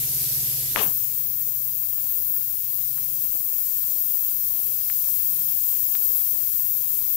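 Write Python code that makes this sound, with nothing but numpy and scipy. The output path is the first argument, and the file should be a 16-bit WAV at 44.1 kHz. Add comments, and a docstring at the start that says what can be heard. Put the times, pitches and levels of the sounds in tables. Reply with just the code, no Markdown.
"""Fogger in a tiled kitchen

A fogger's broadband jet hiss crosses a tiled kitchen over ventilation rumble and refrigeration tones.
A fingertip snaps off the left microphone port of a hand-held camera and slides away: damped clicks, skin grain.
The left hiss brightens as its port resonance climbs; the snap makes the gain control drop its lift.
The grip ticks a few more times: damped sine cycles, left port only."""
import sys
import numpy as np
from scipy import signal
from scipy.io import wavfile
from scipy.ndimage import uniform_filter1d

SR = 44100
rng = np.random.default_rng(int(sys.argv[2]) if len(sys.argv) > 2 else 0)


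def pcm_store(signal):
    """Save signal as 16-bit PCM."""
    levels = np.round(np.clip(np.atleast_2d(signal), -1, 1) * 32767)
    wavfile.write(sys.argv[1], SR, levels.astype(np.int16).T)


N = 315756

# All source levels are ahead of the gain control.
# Ventilation spectrum, right port, before the treble cut: f/Hz, density/(dB per Hz)
RUMBLE_DB_PER_HZ = [(20, -100), (35, -94.5), (60, -77.3), (90, -83), (130, -85), (165, -87), (190, -91.5),
                    (215, -89), (260, -90), (330, -93.5), (420, -93), (600, -99.5)]
# Left-right likeness of the rumble: f/Hz, correlation/1
RUMBLE_LIKENESS = [(25, .85), (60, 0.96), (200, 0.91), (400, 0.7), (700, 0.42)]

# Compressor and fan tones: f/Hz
TONE_HZ = [120.1, 138.6, 156.8, 240.2, 278.9, 297.1, 313.6, 360, 469.4]
# Same tones, right port, before spots and waver: initial rms level/dB, fade/(dB per s)
TONE_LEVELS = [(-58, 0.5), (-55, 2.5), (-64.5, 1), (-76, 1.5), (-77.5, -0.6), (-69, 2.7), (-77, 1.1),
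               (-81, 0.5), (-73.5, 0)]
# Loud and dead spots of the room along the walk, one list per tone: t/s, width/s, change/dB
ROOM_SPOTS = [
    [(0.95, 0.16, 4.5), (3.8, 0.5, -8), (4.37, 0.15, -9), (3.05, 0.35, -5), (6.8, .4, 0.5)],
    [(.84, 0.11, -21), (2.3, 0.36, -7), (3.0, 0.26, 8), (3.65, 0.2, -8), (5.6, 0.29, -5), (6.7, 0.31, 11),
     (5.15, 0.14, 6)],
    [(1.34, 0.18, 4), (4.44, 0.14, 3), (5.4, 0.17, 13), (0.63, .08, -16), (7, 0.4, -21)],
    [(1.8, .5, -7)],
    [(.5, 0.33, -13), (1.4, 0.14, -17), (2.8, 0.27, -2), (3.6, 0.53, 5), (4.9, 0.25, -6)],
    [(.3, 0.37, -27), (3.1, 0.24, 5.5), (3.75, 0.21, -19), (4.65, .15, 12.5), (5.6, .25, -1)],
    [(.15, 0.13, 2), (3.0, 0.25, 2), (3.8, .3, -15), (5.85, 1, 14.5)],
    [(3.1, .3, 6)],
    [(2.4, 0.73, -7.5), (4.7, 1, 5), (6.6, 0.82, -20)],
]

# Grip and fingertip ticks at the left port: t/s, envelope peak/dB, f/Hz, rise/ms, sign of first swing,
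# low push scale/dB, shell ring scale/dB
TICK_EVENTS = [(0.7609, -9.5, 1850, 0.25, -1, -50, -55), (0.7712, -19, 900, 0.53, -1, -50, -60),
               (.7875, -28, 2620, 0.23, -1, -42, -50), (.7930, -16, 2700, 0.12, 1, -49, -50),
               (0.797, -29, 2400, 0.11, -1, -45, -50), (0.8021, -24, 1490, 0.19, 1, -36, -55),
               (.8097, -32, 1290, 0.26, 1, -45, -60), (0.8128, -19.5, 790, 0.57, -1, -45, -60),
               (0.817, -24, 950, 0.63, 1, -38, -60), (0.8233, -32, 2400, 0.32, 1, -50, -55),
               (.8410, -37, 1000, .5, 1, -50, -60), (2.9813, -27.5, 1520, 0.37, 1, -60, -60),
               (4.9, -18, 1970, 0.3, 1, -60, -42), (5.952, -14, 2420, 0.14, 1, -23.5, -23),
               (5.9585, -38, 1510, .7, 1, -60, -60)]
# Brief tonal lumps in the rub noise: t/s, f/Hz, half-width/ms, peak/dB
RUB_LUMPS = [(0.78, 1150, 3.4, -31), (.788, 211, 18, -38.5), (.812, 425, 15, -35), (.831, 2750, 4, -34),
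             (0.837, 970, 4.5, -39), (.878, 162, 20, -36)]
# Skin rub colour, before tilt and levelling: f/Hz, level/dB
RUB_COLOUR_DB = [(140, -31), (220, -18), (500, -13.5), (700, -9.5), (1500, -8), (2100, -13), (2800, -7.5),
                 (3500, -10.5), (4100, -13), (9000, -18.5)]

# Jet hiss by port, before level changes and the bass cut: f/Hz, density/(dB per Hz)
LEFT_COVERED_DB_PER_HZ = [(600, -93.0), (1300, -96.6), (1700, -92.8), (2300, -88.5), (4000, -82.7),
                          (5500, -80.6), (7200, -78.1), (9300, -78.4), (10300, -76.3), (11500, -71.2),
                          (12700, -68.4), (14050, -72), (14400, -75.2), (15500, -76.5)]  # half covered
LEFT_FREE_DB_PER_HZ = [(300, -91.5), (600, -94.5), (1100, -94.5), (1700, -90.5), (2400, -86), (4000, -82.5),
                       (6000, -77), (8000, -73), (9200, -75), (10500, -69.5), (12000, -63), (13500, -56),
                       (14500, -55.5), (15600, -54)]
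RIGHT_DB_PER_HZ = [(600, -98.5), (950, -102.0), (1900, -95.0), (3700, -92.1), (5000, -84.8), (6000, -84.4),
                   (6900, -91.8), (8200, -81.7), (9300, -84.5), (10700, -76.2), (12600, -69.9),
                   (14150, -70.8), (14500, -75.5), (15500, -79.4)]
# Approach of the camera and sweep of the nozzle: t/s, left change/dB, extra left top treble/dB, right change/dB
SPRAY_CHANGE_DB = [(0, 0, 2.5, 0.2), (.6, -0.5, 1.5, -0.7), (1.0, 0, -2, 2.5), (1.3, -1.9, 1, 0),
                   (1.6, -2, 0, 0), (1.9, -2, 1.5, 0), (2.3, -2, 3, 0), (2.6, -2, 0.5, 0), (2.9, -1, -1, 0),
                   (3.3, -1, 0.5, 1), (3.8, -.5, 1, 1), (4.3, -0.5, 2, 1.7), (4.85, 0.5, -0.5, 1.5),
                   (5.15, 1.2, 0.5, 1.3), (5.65, .9, 0.5, 2), (6.05, 1.5, 1.5, 1.7), (6.5, 0.8, 0, 0.9),
                   (7.1, 0.2, 0.5, 1.5)]
# Share of the left change taken at each frequency: f/Hz, share/1
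LEFT_CHANGE_SHARE = [(2000, 0.77), (7000, 1.05), (11000, 1.3), (13500, 1.47), (14500, 0.77), (15700, 0.41)]

# Fingertip presses, snaps, slides off the port
PRESS_S, PRESS_WIDTH_S, PRESS_SHARE = .763, .014, 0.33
LIFT_S, LIFT_LENGTH_S = 0.777, 0.062
CLIMB_S, CLIMB_LENGTH_S, COVERED_PITCH_RATIO = 0.82, .05, .88  # resonance pitch re free port
TOP_TREBLE_HZ = 12400

RUB_START_S, RUB_PEAK_S, RUB_END_S, RUB_PEAK_RMS_DB = 0.722, 0.801, 0.96, -29
RUB_RISE_DB, RUB_FALL_DB_PER_S, RUB_LEAVE_S = 31, 136, 0.027
PEAK_TILT_DB_PER_OCT, TILT_DB_PER_OCT_PER_DB = -1.2, 0.51  # second: duller per dB under the peak

EDGE_HZ = 15740


def amp(db):
    """dB to amplitude ratio."""
    return 10 ** (np.asarray(db) / 20)


def evened(x):
    """Scale to rms 1."""
    return x / np.sqrt(np.mean(x ** 2) + 1e-20)


def read(points, hz):
    """Interpolate a spectrum table over log frequency."""
    f, value = np.transpose(points)
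    return np.interp(np.log(hz + 1), np.log(f + 1), value)


def column(rows, t, order):
    """Interpolate one table column over time."""
    rows = np.asarray(rows)
    return np.interp(t, rows[:, 0], rows[:, order])


def bump(t, s, width):
    """Gaussian of peak 1 at time s."""
    return np.exp(-((t - s) / width) ** 2)


def eased(t, s, length):
    """Smooth rise from 0 to 1."""
    return np.sin(np.pi / 2 * np.clip((t - s) / length, 0, 1)) ** 2


def drift(t, top_hz, count=24):
    """Slow random sum of sines, rms 1, stronger at low rates."""
    total = 0
    for f in np.geomspace(top_hz / 20, top_hz, count):
        total = total + np.sin(2 * np.pi * (f * t + rng.random())) / np.sqrt(f)
    return evened(total)


def white(size):
    """Short-time spectra of two unrelated noises of 0 dB per Hz."""
    noise = np.sqrt(SR / 2) * rng.standard_normal((2, N))
    return signal.stft(noise, SR, nperseg=size, noverlap=size * 3 // 4)


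def heard(z, size):
    """Short-time spectra back to samples."""
    return signal.istft(z, SR, nperseg=size, noverlap=size * 3 // 4)[1][..., :N]


def ventilation(left_db=3):
    """Low rumble: noise whose ports agree most in the bass, less higher up."""
    hz, t, z = white(size=2048)
    same = np.clip(read(RUMBLE_LIKENESS, hz), -1, 1)[:, None]
    left = amp(left_db) * z[0]
    right = same * z[0] + np.sqrt(1 - same ** 2) * z[1]
    treble_cut = 1 / (1 + (hz / 900) ** 4)
    colour = treble_cut * amp(read(RUMBLE_DB_PER_HZ, hz))
    return heard(np.array([left, right]) * colour[:, None], size=2048)


def hum(left_db=2.5, waver_rms_db=0.6, waver_rms_turns=.016):
    """Machine tones of fixed pitch; level follows fades and room spots, level and phase waver slightly."""
    t = np.arange(N) / SR
    slow, out = t[::441], np.zeros(N)
    for hz, (db, fade_db_per_s), spots in zip(TONE_HZ, TONE_LEVELS, ROOM_SPOTS):
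        walk_db = db - fade_db_per_s * slow
        walk_db += sum(change_db * bump(slow, s, width_s) for s, width_s, change_db in spots)
        level_db = np.interp(t, slow, walk_db + waver_rms_db * drift(slow, top_hz=19.0))
        phase_turns = hz * t + np.interp(t, slow, waver_rms_turns * drift(slow, top_hz=3.6))
        out += np.sqrt(2) * amp(level_db) * np.sin(2 * np.pi * phase_turns)
    return out * amp([[left_db], [0]])


def rub_under_peak_db(t):
    """Slide level below its peak: curved rise, steady dB fall, quick departure from the housing."""
    rise_db = RUB_RISE_DB * np.clip((RUB_PEAK_S - t) / (RUB_PEAK_S - RUB_START_S), 0, 1) ** 1.66
    fall_db = RUB_FALL_DB_PER_S * np.maximum(t - RUB_PEAK_S, 0)
    leave_db = 20 * np.log10(np.clip((RUB_END_S - t) / RUB_LEAVE_S, 1e-3, 1))
    return rise_db + fall_db - leave_db


def rub(grain_rms_db=1.2, unevenness_rms_db=1.5):
    """Skin slips over the port in dense uneven grains, duller as the slide weakens."""
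    t = np.arange(N) / SR
    grain = uniform_filter1d(uniform_filter1d(rng.standard_normal(N), size=90), size=90)
    grains = amp(grain_rms_db * evened(grain))
    hz, frames, z = white(size=256)
    under_peak_db = np.minimum(rub_under_peak_db(frames), 40)
    tilt_db_per_oct = PEAK_TILT_DB_PER_OCT - TILT_DB_PER_OCT_PER_DB * under_peak_db
    octaves = np.log2((hz[:, None] + 80) / 800)
    colour = amp(read(RUB_COLOUR_DB, hz)[:, None] + octaves * tilt_db_per_oct)
    uneven = uniform_filter1d(rng.standard_normal(colour.shape), size=4, axis=0)
    uneven = uniform_filter1d(uneven, size=5, axis=1)
    colour *= amp(unevenness_rms_db * evened(uneven))  # over frequency and time
    colour /= np.sqrt((colour ** 2).sum(0) * hz[1])  # equal power per frame
    skin = heard(z[0] * colour, size=256) * evened(grains)
    sliding = (t > RUB_START_S) * (t < RUB_END_S)
    return skin * amp(RUB_PEAK_RMS_DB - rub_under_peak_db(t)) * sliding


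def ticks(push_hz=330, shell_hz=3650, push_decay_ms=0.85, shell_decay_ms=.8):
    """Damped cycles of the plastic housing, over a dull push of air and a thin shell ring."""
    t, out = np.arange(400) / SR, np.zeros(N)
    push_delay_s, shell_rise_s = .0003, .0004
    push = -np.exp(-1000 * t / push_decay_ms)
    push *= np.sin(2 * np.pi * push_hz * np.maximum(t - push_delay_s, 0))
    shell = np.exp(-1000 * t / shell_decay_ms) * np.minimum(t / shell_rise_s, 1)
    shell *= np.sin(2 * np.pi * shell_hz * t)
    for s, db, hz, rise_ms, swing, push_db, shell_db in TICK_EVENTS:
        u = 1000 * t / rise_ms
        envelope = (u * np.exp(1 - u)) ** 2
        tap = np.sign(swing) * envelope * np.sin(2 * np.pi * hz * t)
        out[round(s * SR):][:len(t)] += amp(db) * tap + amp(push_db) * push + amp(shell_db) * shell
    return out


def rub_lumps(sag=0.1):
    """Brief tonal lumps in the rub noise: Gaussian sine bursts, pitch falling slightly."""
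    t, out = np.arange(SR) / SR, np.zeros(N)
    start_turns = rng.random((len(RUB_LUMPS), 1))
    for (s, hz, ms, db), start in zip(RUB_LUMPS, start_turns):
        sagging = 1 - sag * np.tanh(500 * (t - s) / ms) / 2
        phase_turns = hz * (t - s) * sagging + start
        out[:SR] += amp(db) * bump(t, s, ms / 1000) * np.sin(2 * np.pi * phase_turns)
    return out


def jet(patch_rms_db=1.02, flutter_rms_db=0.27):
    """Turbulent hiss, noise unrelated at the two ports, coloured by each port; flutter is common."""
    hz, t, z = white(size=512)
    hz = hz[:, None]
    free = eased(t, LIFT_S, LIFT_LENGTH_S) - PRESS_SHARE * bump(t, PRESS_S, PRESS_WIDTH_S)
    climb = eased(t, CLIMB_S, CLIMB_LENGTH_S)
    pitch_ratio = COVERED_PITCH_RATIO + (1 - COVERED_PITCH_RATIO) * climb

    free_db = read(LEFT_FREE_DB_PER_HZ, hz / pitch_ratio)  # a narrower opening rings lower
    free_db -= 60 * np.maximum(np.log2((hz + 1) / pitch_ratio / 16000), 0)  # falls above the peak
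    left_db = (1 - free) * read(LEFT_COVERED_DB_PER_HZ, hz) + free * free_db
    left_db += column(SPRAY_CHANGE_DB, t, order=1) * read(LEFT_CHANGE_SHARE, hz)
    top_share = 1 / (1 + (TOP_TREBLE_HZ / (hz + 1)) ** 16)
    left_db += column(SPRAY_CHANGE_DB, t, order=2) * top_share
    right_db = read(RIGHT_DB_PER_HZ, hz) + column(SPRAY_CHANGE_DB, t, order=3)

    patches = uniform_filter1d(rng.standard_normal((2, len(t), len(hz))), size=30, axis=1)
    patches = evened(uniform_filter1d(patches, size=12, axis=2)).transpose(0, 2, 1)
    flutter_db = flutter_rms_db * drift(t, top_hz=18)
    bass_cut = 1 / (1 + (350 / (hz + 1)) ** 4)  # a small jet makes no bass
    level_db = np.array([left_db, right_db]) + patch_rms_db * patches + flutter_db
    return heard(z * bass_cut * amp(level_db), size=512)


def scene():
    """Room and jet at both ports, touch at the left only."""
    touch = rub() + ticks() + rub_lumps()
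    return ventilation() + hum() + jet() + touch * np.array([[1], [0]])


def record(dry, boost_db=10, settle_s=.09, trip_level=.12):
    """Gain lift fades for good once the sound under 4 kHz trips it; soft limit, then treble edge."""
    low = signal.sosfilt(signal.butter(4, 4000, fs=SR, output="sos"), dry)
    tripped = np.maximum.accumulate(abs(low).max(0)) > trip_level
    keep = np.exp(-1 / (settle_s * SR))
    settled = signal.lfilter([1 - keep], [1, -keep], tripped * 1.)
    lifted = dry * amp(boost_db * (1 - settled))
    rounded = lifted / (1 + lifted ** 8) ** (1 / 8)  # input stage rounds off near full scale
    taps = signal.firwin(2047, EDGE_HZ, window=("kaiser", 9), fs=SR)
    return signal.oaconvolve(rounded, taps[None], "same")


dry = scene()
out = record(dry)
pcm_store(out)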